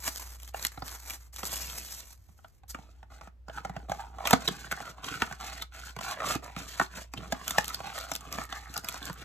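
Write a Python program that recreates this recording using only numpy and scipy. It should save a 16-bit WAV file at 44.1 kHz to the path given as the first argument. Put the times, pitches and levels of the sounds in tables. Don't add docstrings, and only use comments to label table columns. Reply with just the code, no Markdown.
import sys
import numpy as np
from scipy import signal
from scipy.fft import rfft, irfft, next_fast_len
from scipy.io import wavfile

SR = 44100
rng = np.random.default_rng(int(sys.argv[2]) if len(sys.argv) > 2 else 0)


def output_pcm(signal):
    pcm = np.clip(np.atleast_2d(signal).T, -1, 1) * 32767
    wavfile.write(sys.argv[1], SR, np.round(pcm).astype(np.int16))


N = 407484

# (pitch [Hz], width [Hz], level [dB])
PANEL_MODES = [(679, 138, -0.5), (820, 108, -2.5), (988, 82, -6.5), (1102, 160, -5.5), (1250, 153, -2.5),
               (1450, 142, -2), (1756, 215, -5.5), (2050, 1000, -12)]
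# (pitch [Hz], width [Hz], level [dB])
CAVITY_MODES = [(120, 55, 1.5), (208, 62, 2.5), (279.4, 39, 2), (429, 104, -3)]
# (pitch [Hz], width [Hz], level [dB])
TAB_MODES = [(2050, 290, -8.5), (2516, 210, -2), (3300, 480, -7.5), (4265, 400, -1.5)]
# (frequency [Hz], level [dB])
FIBRE_COLOUR = [(1000, -12.5), (2300, -7), (3500, -6.5), (5000, -4), (7200, -1.5), (12500, -7.5),
                (16000, -4.5)]
# (time [s], level [dB])
CRINKLE_TICKS = [(0.0504, -48), (0.1593, -38.5), (0.1804, -47), (0.4, -53), (0.4316, -46), (0.4767, -48.5),
                 (0.5945, -44.5), (0.626, -36.5), (0.6497, -25), (0.8797, -41.5), (1.0986, -38),
                 (1.1053, -35), (1.1352, -46), (1.3617, -40.5), (1.4529, -36), (1.6715, -45), (1.6988, -43),
                 (2.0037, -45.5), (2.13, -54), (6.692, -47.5), (7.4794, -29), (7.6437, -36.5),
                 (7.68, -33.5), (7.7446, -31.5), (7.87, -54), (7.9865, -39), (8.0101, -45), (8.1363, -41),
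                 (8.152, -33), (8.161, -35.5), (8.2082, -47.5), (8.326, -35.5), (8.4375, -45),
                 (8.7402, -40.5), (8.777, -32.5), (8.8449, -39), (8.8864, -32), (8.924, -44), (9.0273, -43),
                 (9.054, -39), (9.1296, -47.5)]
SHUT_HZ, OPEN_HZ = 830, 1270


def hits():
    # (time [s], thump of the box [dB], panel knock [dB], fibre snap [dB], pitch of the struck panel [Hz])
    crack_list = [(0.077, -45.5, -37.5, -30.5, 836), (1.431, -39.5, -36.5, -38, 856),
                  (2.7456, -44.5, -38, -45.5, 1227), (4.2538, -46, -31.5, -33, 830),
                  (4.2719, -56, -32, -25.5, 1200), (4.308, -43, -25.5, -23, 914),
                  (4.3298, -16, -18.5, -21.5, 970), (4.333, -30, -18.5, -23, 710),
                  (4.4777, -34, -38.5, -39, 1050), (4.4849, -34.5, -32.5, -29.5, 1030),
                  (4.7129, -51, -31, -37, 1560), (4.7181, -62, -40, -35, 1480),
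                  (4.7238, -44, -29.5, -37, 1490), (5.043, -69, -43, -42.5, 1570),
                  (5.2195, -30.5, -22.5, -34, 1470), (5.3248, -48, -39.5, -44, 1150),
                  (5.6217, -58, -40, -38, 1300), (5.9641, -41, -41, -44.5, 1040),
                  (5.9881, -44.5, -39.5, -44, 1030), (6.352, -30, -41, -37, 810),
                  (6.5636, -37, -39, -41.5, 1240), (6.797, -34.5, -20, -34.5, 1487),
                  (6.8126, -34.5, -24.5, -45, 1390), (7.1364, -43.5, -41, -41, 1100),
                  (7.323, -32.5, -27, -31, 820), (7.5071, -44, -39, -29, 1050),
                  (7.5824, -34, -18.5, -24, 830), (7.9788, -69, -39, -39.5, 1120),
                  (8.116, -43, -32.5, -34, 870), (8.384, -37.5, -33.5, -40, 1060),
                  (8.525, -51, -36, -38, 1120), (8.7646, -49, -37, -36, 1190), (8.9424, -50, -41, -43, 965),
                  (9.097, -37, -37.5, -45, 1010)]
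    # (time [s], thump of the box [dB], panel knock [dB])
    tap_list = [(0.544, -59, -32.5), (0.7747, -43.5, -40.5), (0.821, -41.5, -36), (1.528, -61, -41),
                (2.288, -58, -64), (2.389, -72, -59.5), (2.445, -64, -47.5), (2.634, -65, -54.5),
                (2.787, -48, -48), (3.029, -61, -49), (3.118, -74, -54), (3.211, -59, -46),
                (3.273, -52, -48.5), (3.482, -48, -42.5), (3.4965, -66, -41), (3.6489, -44, -32),
                (3.695, -39, -39), (3.764, -38.5, -36), (3.8959, -39, -34.5), (3.917, -51, -28),
                (4.184, -85, -39), (4.506, -36.5, -62), (4.802, -66, -36.5), (5.3107, -44, -39),
                (6.497, -60, -49), (6.9716, -44, -45.5), (7.175, -40, -52), (7.223, -45, -52),
                (7.803, -48, -37.5), (8.837, -48, -49)]
    # (time [s], panel knock [dB])
    slip_list = [(6.202, -33), (6.2185, -35), (6.2293, -40), (6.237, -36), (6.242, -35), (6.272, -43)]
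    # (size of the sudden give against the small breaks around it, decay of those breaks [s])
    card, film, skin = (0.6, 0.0023), (1, 0.00068), (0.096, 0.003)
    flaps_free_s, stiff_box_hz, slack_box_hz = 4.6, 360, 218
    tap_hz, tap_box_hz = 778, 152
    tap_snap_db, slip_snap_db = -12.5, -16
    tick_knock_db, tick_thump_db = -15, -24

    blows = []
    for s, *levels_and_pitch in crack_list:
        box_hz = stiff_box_hz if s < flaps_free_s else slack_box_hz
        blows.append((s, *levels_and_pitch, box_hz, *card))
    for s, thump, knock in tap_list:
        blows.append((s, thump, knock, knock + tap_snap_db, tap_hz, tap_box_hz, *skin))
    for s, db in slip_list:
        blows.append((s, db + tick_thump_db, db, db + slip_snap_db, OPEN_HZ, slack_box_hz, *film))
    for s, db in CRINKLE_TICKS:
        blows.append((s, db + tick_thump_db, db + tick_knock_db, db, 1428, slack_box_hz, *film))

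    out, t = np.zeros(N), np.arange(-SR // 50, SR // 10) / SR
    for s, *blow in blows:
        add(out, s + t[0] + 0.0007, hit(t, *blow))
    return out


def hit(t, thump_db, knock_db, snap_db, panel_hz, box_hz, sudden, snap_s, focus_db=4.5):
    breaks = fracture(t, decay_s=snap_s, first=sudden, swell_s=0.0004, wash=0.11)
    tabs = resonate(breaks, regrip(TAB_MODES, detune=0.18, scatter_db=7.5))
    snap = colour(breaks, FIBRE_COLOUR) + from_db(0.5) * tabs
    bright_hz = np.clip(9000 * from_db(3.6 * (snap_db - knock_db)), 3000, 18000)
    snap = cut(snap, bright_hz, "low", order=1)

    panels = regrip(PANEL_MODES, detune=0.041, scatter_db=2.0)
    panels[:, 2] -= focus_db * np.log2(panels[:, 0] / panel_hz) ** 2
    knock = resonate(fracture(t, decay_s=0.003, first=sudden, swell_s=0.0004, wash=0.04), panels)
    own_note = resonate(1.0 * (t == 0), [(panel_hz, 66, 2.5)])
    knock = cut(knock + own_note, 4200, "low")

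    push = np.exp(-((t - 0.0025) / 0.00053) ** 2)
    box = regrip(CAVITY_MODES, detune=0.182, scatter_db=4.5)
    box[:, 2] -= 2 * focus_db * np.log2(box[:, 0] / box_hz) ** 2
    thump = cut(resonate(push, box), 780, "low")
    return at_level(snap, snap_db) + at_level(knock, knock_db) + at_level(thump, thump_db)


def fracture(t, decay_s, first, swell_s, wash):
    build_up = np.where(t < 0, np.exp(-np.abs(t) / swell_s), 1)
    shape = np.exp(-np.abs(t) / decay_s) * build_up
    shape = shape + wash * np.exp(-np.abs(t) / 0.012)
    run = rng.standard_normal(len(t)) * shape
    return run / np.sqrt(np.sum(run ** 2)) + first * (t == 0)


def regrip(modes, detune, scatter_db):
    hz, width, db = np.transpose(modes)
    shift, share = rng.standard_normal((2, len(hz)))
    return np.transpose([hz * np.exp(detune * shift), width, db + scatter_db * share])


def at_level(x, db):
    return from_db(db) * x / np.sqrt(np.sum(x ** 2) / (SR / 100) + 1e-20)


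def rubbing():
    # (start [s], length [s], panel rasp [dB], swell from start to end [dB],
    # flexing of the box before its 9 dB cut below [dB relative to rasp], edge hiss [dB relative to rasp])
    stroke_list = [(1.449, 0.57, -58.5, -10.5, 6.5, 9), (2.733, 0.35, -69, -24, 7.5, -2),
                   (3.094, 0.17, -58.5, -5, 0, -4.5), (3.493, 0.087, -52, 22.5, 0, -10.5),
                   (3.65, 0.2, -57.5, -4, 8.5, -10), (3.882, 0.11, -48.5, -13, 2.5, -6.5),
                   (3.978, 0.097, -43.5, -15, -12, -13.5), (4.053, 0.12, -57.5, 7, 5, -14.5),
                   (4.187, 0.083, -40.5, -5, -7, -15), (4.243, 0.1, -38, 0, -10, -1.5),
                   (4.39, 0.071, -44, -1, 0, -4), (4.494, 0.17, -51, 0, 6.5, 0.5),
                   (4.729, 0.17, -45.5, 2.5, -1, -5.5), (4.966, 0.028, -46, -10, -1, -12),
                   (5.018, 0.14, -43.5, 7.5, 4.5, -4), (5.186, 0.25, -51.5, -17.5, -2, -2),
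                   (5.392, 0.23, -45, -12, -4, -2.5), (5.711, 0.18, -52, 5, -3, 0.5),
                   (5.998, 0.12, -38.5, 8.5, -7.5, -4.5), (6.139, 0.17, -41, 18, -3.5, -9.5),
                   (6.243, 0.08, -37.5, 5, -0.5, 1.5), (6.42, 0.15, -49, -21, -4, -8),
                   (6.566, 0.082, -45, -10.5, 6, -0.5), (6.658, 0.18, -54.5, 3.5, -2, 7.5),
                   (6.888, 0.11, -50, 16.5, 0.5, -2.5), (7.148, 0.13, -52, 3, 10.5, -5.5),
                   (7.318, 0.18, -47.5, 6, 1, -7), (7.425, 0.18, -46, 20, -2.5, -3.5),
                   (7.659, 0.15, -45, -3.5, -1, -4), (7.825, 0.096, -43, -4, -3, -5),
                   (7.932, 0.11, -43.5, -1, -10, 0), (8.069, 0.037, -46, 6, -3, -1),
                   (8.182, 0.24, -46.5, 11.5, 1, -5), (8.48, 0.11, -42.5, 1.5, -6, -8),
                   (8.6, 0.19, -49.5, 4, -0.5, -6.5), (8.834, 0.15, -48, 6.5, -1, -2),
                   (9.003, 0.094, -45.5, -0.5, 3.5, -3), (9.138, 0.083, -50.5, 11, 3.5, -5.5)]
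    attack_s, release_s = 0.021, 0.025
    lid_gives_s = 4.3
    fibre_crackle_db = -8

    s, length, db, swell_db, flex_db, hiss_db = np.transpose(stroke_list)
    rasp, flex, hiss = [gestures(zip(s, length, db + share_db, swell_db), attack_s, release_s)
                        for share_db in (0, flex_db, hiss_db)]
    pitch_hz = np.where(np.arange(N) / SR < lid_gives_s, SHUT_HZ, OPEN_HZ)

    coarse = rms_one(grains(per_s=260, spread_db=3.5, clump_db=2.0, clump_rate=95, smooth=0.45))
    fine = rms_one(grains(per_s=920, spread_db=2.0, clump_db=3.3, clump_rate=90, smooth=1.0))
    fibres = ticks(per_s=110, spread_db=5.0, low_hz=1200, high_hz=7000)

    panels = gripped(coarse, PANEL_MODES, shift_db=4.5, pitch_hz=pitch_hz, focus_db=6.0)
    panels = bend(cut(panels, 4600, "low"), share=0.05, rate=9)
    box = rms_one(cut(resonate(coarse, CAVITY_MODES), 520, "low")) * from_db(-9.0)
    tabs = gripped(coarse, TAB_MODES, shift_db=5.5, pitch_hz=3 * pitch_hz, focus_db=5)
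    edge = rms_one(colour(fine + 0.2 * coarse, FIBRE_COLOUR)) + from_db(-10.0) * tabs
    edge = rms_one(cut(edge, 5200, "low", order=1))
    return rasp * panels + flex * box + hiss * (edge + from_db(fibre_crackle_db) * fibres)


def gripped(x, modes, shift_db, pitch_hz, focus_db):
    shares = np.array([from_db(shift_db * drift(11) - focus_db * np.log2(hz / pitch_hz) ** 2)
                       for hz, _, _ in modes])
    rings = np.array([(-1) ** k * resonate(x, [mode]) for k, mode in enumerate(modes)])
    power = np.mean(rings ** 2, axis=1) @ shares ** 2
    return np.sum(shares * rings, axis=0) / np.sqrt(power)


def bend(x, share, rate):
    at = np.cumsum(np.exp(share * drift(rate)))
    return rms_one(np.interp(at, np.arange(N), x, period=N))


def wrap():
    # (start [s], length [s], crackle [dB],
    # swell from start to end [dB], low rustle [dB relative to crackle])
    scrunch_list = [(0.0, 0.072, -40, 17.5, -7.5), (0.095, 0.083, -45.5, 1.5, -10.5),
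                    (0.195, 0.16, -47, -9, -6), (0.385, 0.11, -58, 0.5, -7), (0.537, 0.12, -46.5, 3.5, -2),
                    (0.717, 0.18, -62, -14, -0.5), (0.838, 0.12, -48, 7, -4.5),
                    (0.984, 0.16, -48, 14.5, -6), (1.143, 0.12, -62, 6, -5.5),
                    (1.325, 0.05, -54.5, 6, -9.5), (1.382, 0.014, -40.5, 2.5, -4.5),
                    (1.438, 0.35, -41, -1.5, -11.5), (1.768, 0.22, -46.5, 3.5, -15),
                    (2.015, 0.11, -56.5, 9, -9), (2.174, 0.41, -71.5, -4, -7),
                    (2.679, 0.021, -45, 14, -16.5)]
    # (frequency [Hz], level [dB])
    rustle_colour = [(100, -5.5), (330, -4.5), (520, -5.5), (820, 2), (1780, 0), (2400, -1.5),
                     (4500, -33.5)]
    # (frequency [Hz], level [dB])
    crackle_colour = [(1400, -52), (2700, -7.5), (4700, 4.5), (6500, 7), (12500, 2), (16000, -3)]
    attack_s, release_s = 0.002, 0.015
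    settle_s, settle_db = 0.02, -14
    pops_db = -16.5

    s, length, db, swell_db, rustle_db = np.transpose(scrunch_list)
    crackle, rustle = [gestures(zip(s, length, db + share_db, swell_db), attack_s, release_s)
                       for share_db in (0, rustle_db)]
    after_ticks = [(at, settle_s, tick_db + settle_db, 0) for at, tick_db in CRINKLE_TICKS]
    settling = gestures(after_ticks, attack_s, settle_s / 2)

    creases = grains(per_s=1500, spread_db=3.0, clump_db=3.0, clump_rate=120, smooth=0.65)
    pops = ticks(per_s=170, spread_db=9.0, low_hz=3600, high_hz=13500)
    body = rms_one(colour(creases, rustle_colour))
    bright = rms_one(colour(creases, crackle_colour))
    return rustle * body + crackle * (bright + from_db(pops_db) * pops) + settling * pops


def squeaks():
    # (time [s], level [dB], pitch [Hz], half length [s])
    squeak_list = [(4.4794, -18, 4030, 0.0023), (5.046, -37, 3130, 0.0041), (5.088, -35, 3100, 0.0039),
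                   (5.624, -35.5, 3700, 0.0074), (7.178, -38.5, 3080, 0.0064)]
    out, t = np.zeros(N), np.arange(-SR // 20, SR // 20) / SR
    for s, db, hz, half_length in squeak_list:
        swell = np.exp(-(t / half_length) ** 2)
        burst = swell * resonate(rng.standard_normal(len(t)), [(hz, 380, 0)])
        add(out, s + t[0], from_db(db) * rms_one(burst) * np.sqrt(np.mean(swell ** 2)))
    return out


def gestures(rows, attack_s, release_s):
    power = np.zeros(N)
    for s, length, db, swell_db in rows:
        t = np.arange(int((length + 8 * release_s) * SR)) / SR
        hold = from_db(db + swell_db * (np.minimum(t / length, 1) - 0.5))
        set_in = np.minimum(t / attack_s, 1)
        die_away = np.exp(-np.maximum(t - length, 0) / release_s)
        add(power, s, (hold * set_in * die_away) ** 2)
    return np.sqrt(power)


def grains(per_s, spread_db, clump_db, clump_rate, smooth):
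    sizes = from_db(spread_db * np.minimum(rng.exponential(1, N), 4)) * rng.choice([-1, 1], N)
    slips = rms_one(sizes * (rng.random(N) < per_s / SR)) + smooth * rng.standard_normal(N)
    return slips * from_db(clump_db * drift(clump_rate))


def ticks(per_s, spread_db, low_hz, high_hz, count=10):
    sizes = from_db(spread_db * np.minimum(rng.exponential(1, N), 2)) * rng.choice([-1, 1], N)
    breaks = sizes * (rng.random(N) < per_s / SR)
    dealt = rng.integers(0, count, N)
    out = np.zeros(N)
    for k, hz in enumerate(np.geomspace(low_hz, high_hz, count)):
        out += rms_one(resonate(breaks * (dealt == k), [(hz, hz / 2, 0)]))
    return rms_one(out)


def resonate(x, modes):
    out = 0
    for k, (hz, width, db) in enumerate(modes):
        r = np.exp(-np.pi * width / SR)
        poles = [1, -2 * r * np.cos(2 * np.pi * hz / SR), r * r]
        ring = (1 - r * r) / 2 * signal.lfilter([1, 0, -1], poles, x + 1e-18)
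        out = out + (-1) ** k * from_db(db) * ring
    return out


def colour(x, spectrum, size=2048):
    cepstrum = irfft(np.log(from_db(at_hz(spectrum, np.linspace(0, SR / 2, size // 2 + 1)))))
    cepstrum[1:size // 2] *= 2
    cepstrum[size // 2 + 1:] = 0
    return signal.oaconvolve(x, irfft(np.exp(rfft(cepstrum))))[:len(x)]


def cut(x, hz, kind, order=2):
    return signal.sosfilt(signal.butter(order, hz, kind, fs=SR, output="sos"), x)


def drift(rate):
    at = np.arange(N) / SR * rate
    return rms_one(np.interp(at, np.arange(8192), rng.standard_normal(8192)))


def at_hz(points, hz):
    f, value = np.transpose(points)
    return np.interp(np.log(hz + 1), np.log(f), value)


def from_db(db):
    return 10 ** (np.asarray(db) / 20)


def rms_one(x):
    return x / np.sqrt(np.mean(x ** 2) + 1e-20)


def add(out, s, sound):
    at = int(np.clip(s * SR, 0, N - 1))
    out[at:at + len(sound)] += sound[:N - at]


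def ports(x):
    # (frequency [Hz], phase [radians])
    phase_lead = [(0, 0), (230, -.5), (500, -.2), (740, 1.2), (1020, .1), (1450, .1), (2500, 1.6),
                  (3900, .9), (6300, 6.1), (7500, 6.4), (9700, 9.4), (12000, 12.5), (14700, 15.6)]
    # (frequency [Hz], level [dB])
    balance = [(60, -6), (200, -3.5), (700, -4.5), (1300, -0.7)]
    size = next_fast_len(N + 4096)
    hz = np.arange(size // 2 + 1) * SR / size
    half = np.exp(0.5j * np.interp(hz, *np.transpose(phase_lead))) * from_db(at_hz(balance, hz) / 2)
    return irfft(rfft(x, size) * np.array([half, 1 / half]), size)[:, :N]


def scatter(x, wet_db, order=4):
    out = np.zeros((2, N))
    for side in out:
        for lag in (rng.uniform(0.00019, 0.0025, order) * SR).astype(int):
            side += np.pad(x, (lag, 0))[:N] * drift(24)
    return from_db(wet_db) * out / np.sqrt(order)


def room(x, t60, wet_db, dull_hz, size=20000):
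    t = np.arange(size) / SR
    tails = cut(rng.standard_normal((2, size)), min(dull_hz, SR * 4 / 9), "low", order=1)
    tails = tails * from_db(-60 * t / t60) * (1 - np.exp(-(40 * t / t60) ** 2))
    echoes = [signal.oaconvolve(x, tail / np.sqrt(np.sum(tail ** 2)))[:N] for tail in tails]
    return from_db(wet_db) * np.array(echoes)


def background():
    # (time [s], rms level [dB])
    hum_level = [(0, -46.5), (1.3, -51.5), (1.65, -43), (2.4, -69), (2.6, -62), (2.7, -49.5), (3.06, -53.5),
                 (3.7, -48), (4.65, -49.5), (4.9, -60), (5.4, -50), (9.2, -51.5)]
    # (frequency [Hz], level [dB])
    air_colour = [(25, -12.5), (50, 12), (85, 8), (160, -13.5), (500, -21.5), (8000, -45), (16000, -47.5)]
    time = np.arange(N) / SR
    strength = from_db(np.interp(time, *np.transpose(hum_level))) * (1 + 0.2 * drift(7))
    hum = strength * np.sqrt(2) * np.sin(2 * np.pi * 60 * time + 0.3 * drift(6))
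    shared, left, right = [rms_one(colour(rng.standard_normal(N), air_colour)) for _ in range(3)]
    air = shared + 1.6 * cut(np.array([left, right]), 100, "high")
    return hum * from_db([[-0.5], [0.5]]) + from_db(-60.0) * air


def scene():
    handling = hits() + squeaks() + wrap() + rubbing()
    nearby = scatter(cut(handling, [1800, 9000], "band", order=1), wet_db=-5.0)
    echoes = room(handling, t60=0.17, wet_db=-16.0, dull_hz=4420)
    return ports(handling) + nearby + echoes + background()


def record(dry):
    # (frequency [Hz], level [dB])
    mic_colour = [(8400, -0.5), (9700, -8), (11200, 2), (13500, 3.5), (14900, -9.5)]
    heard = cut(np.array([colour(side, mic_colour) for side in dry]), 32, "high", order=3)
    return signal.sosfiltfilt(signal.ellip(10, 0.1, 60, 16300, fs=SR, output="sos"), heard)


dry = scene()
out = record(dry)
output_pcm(out)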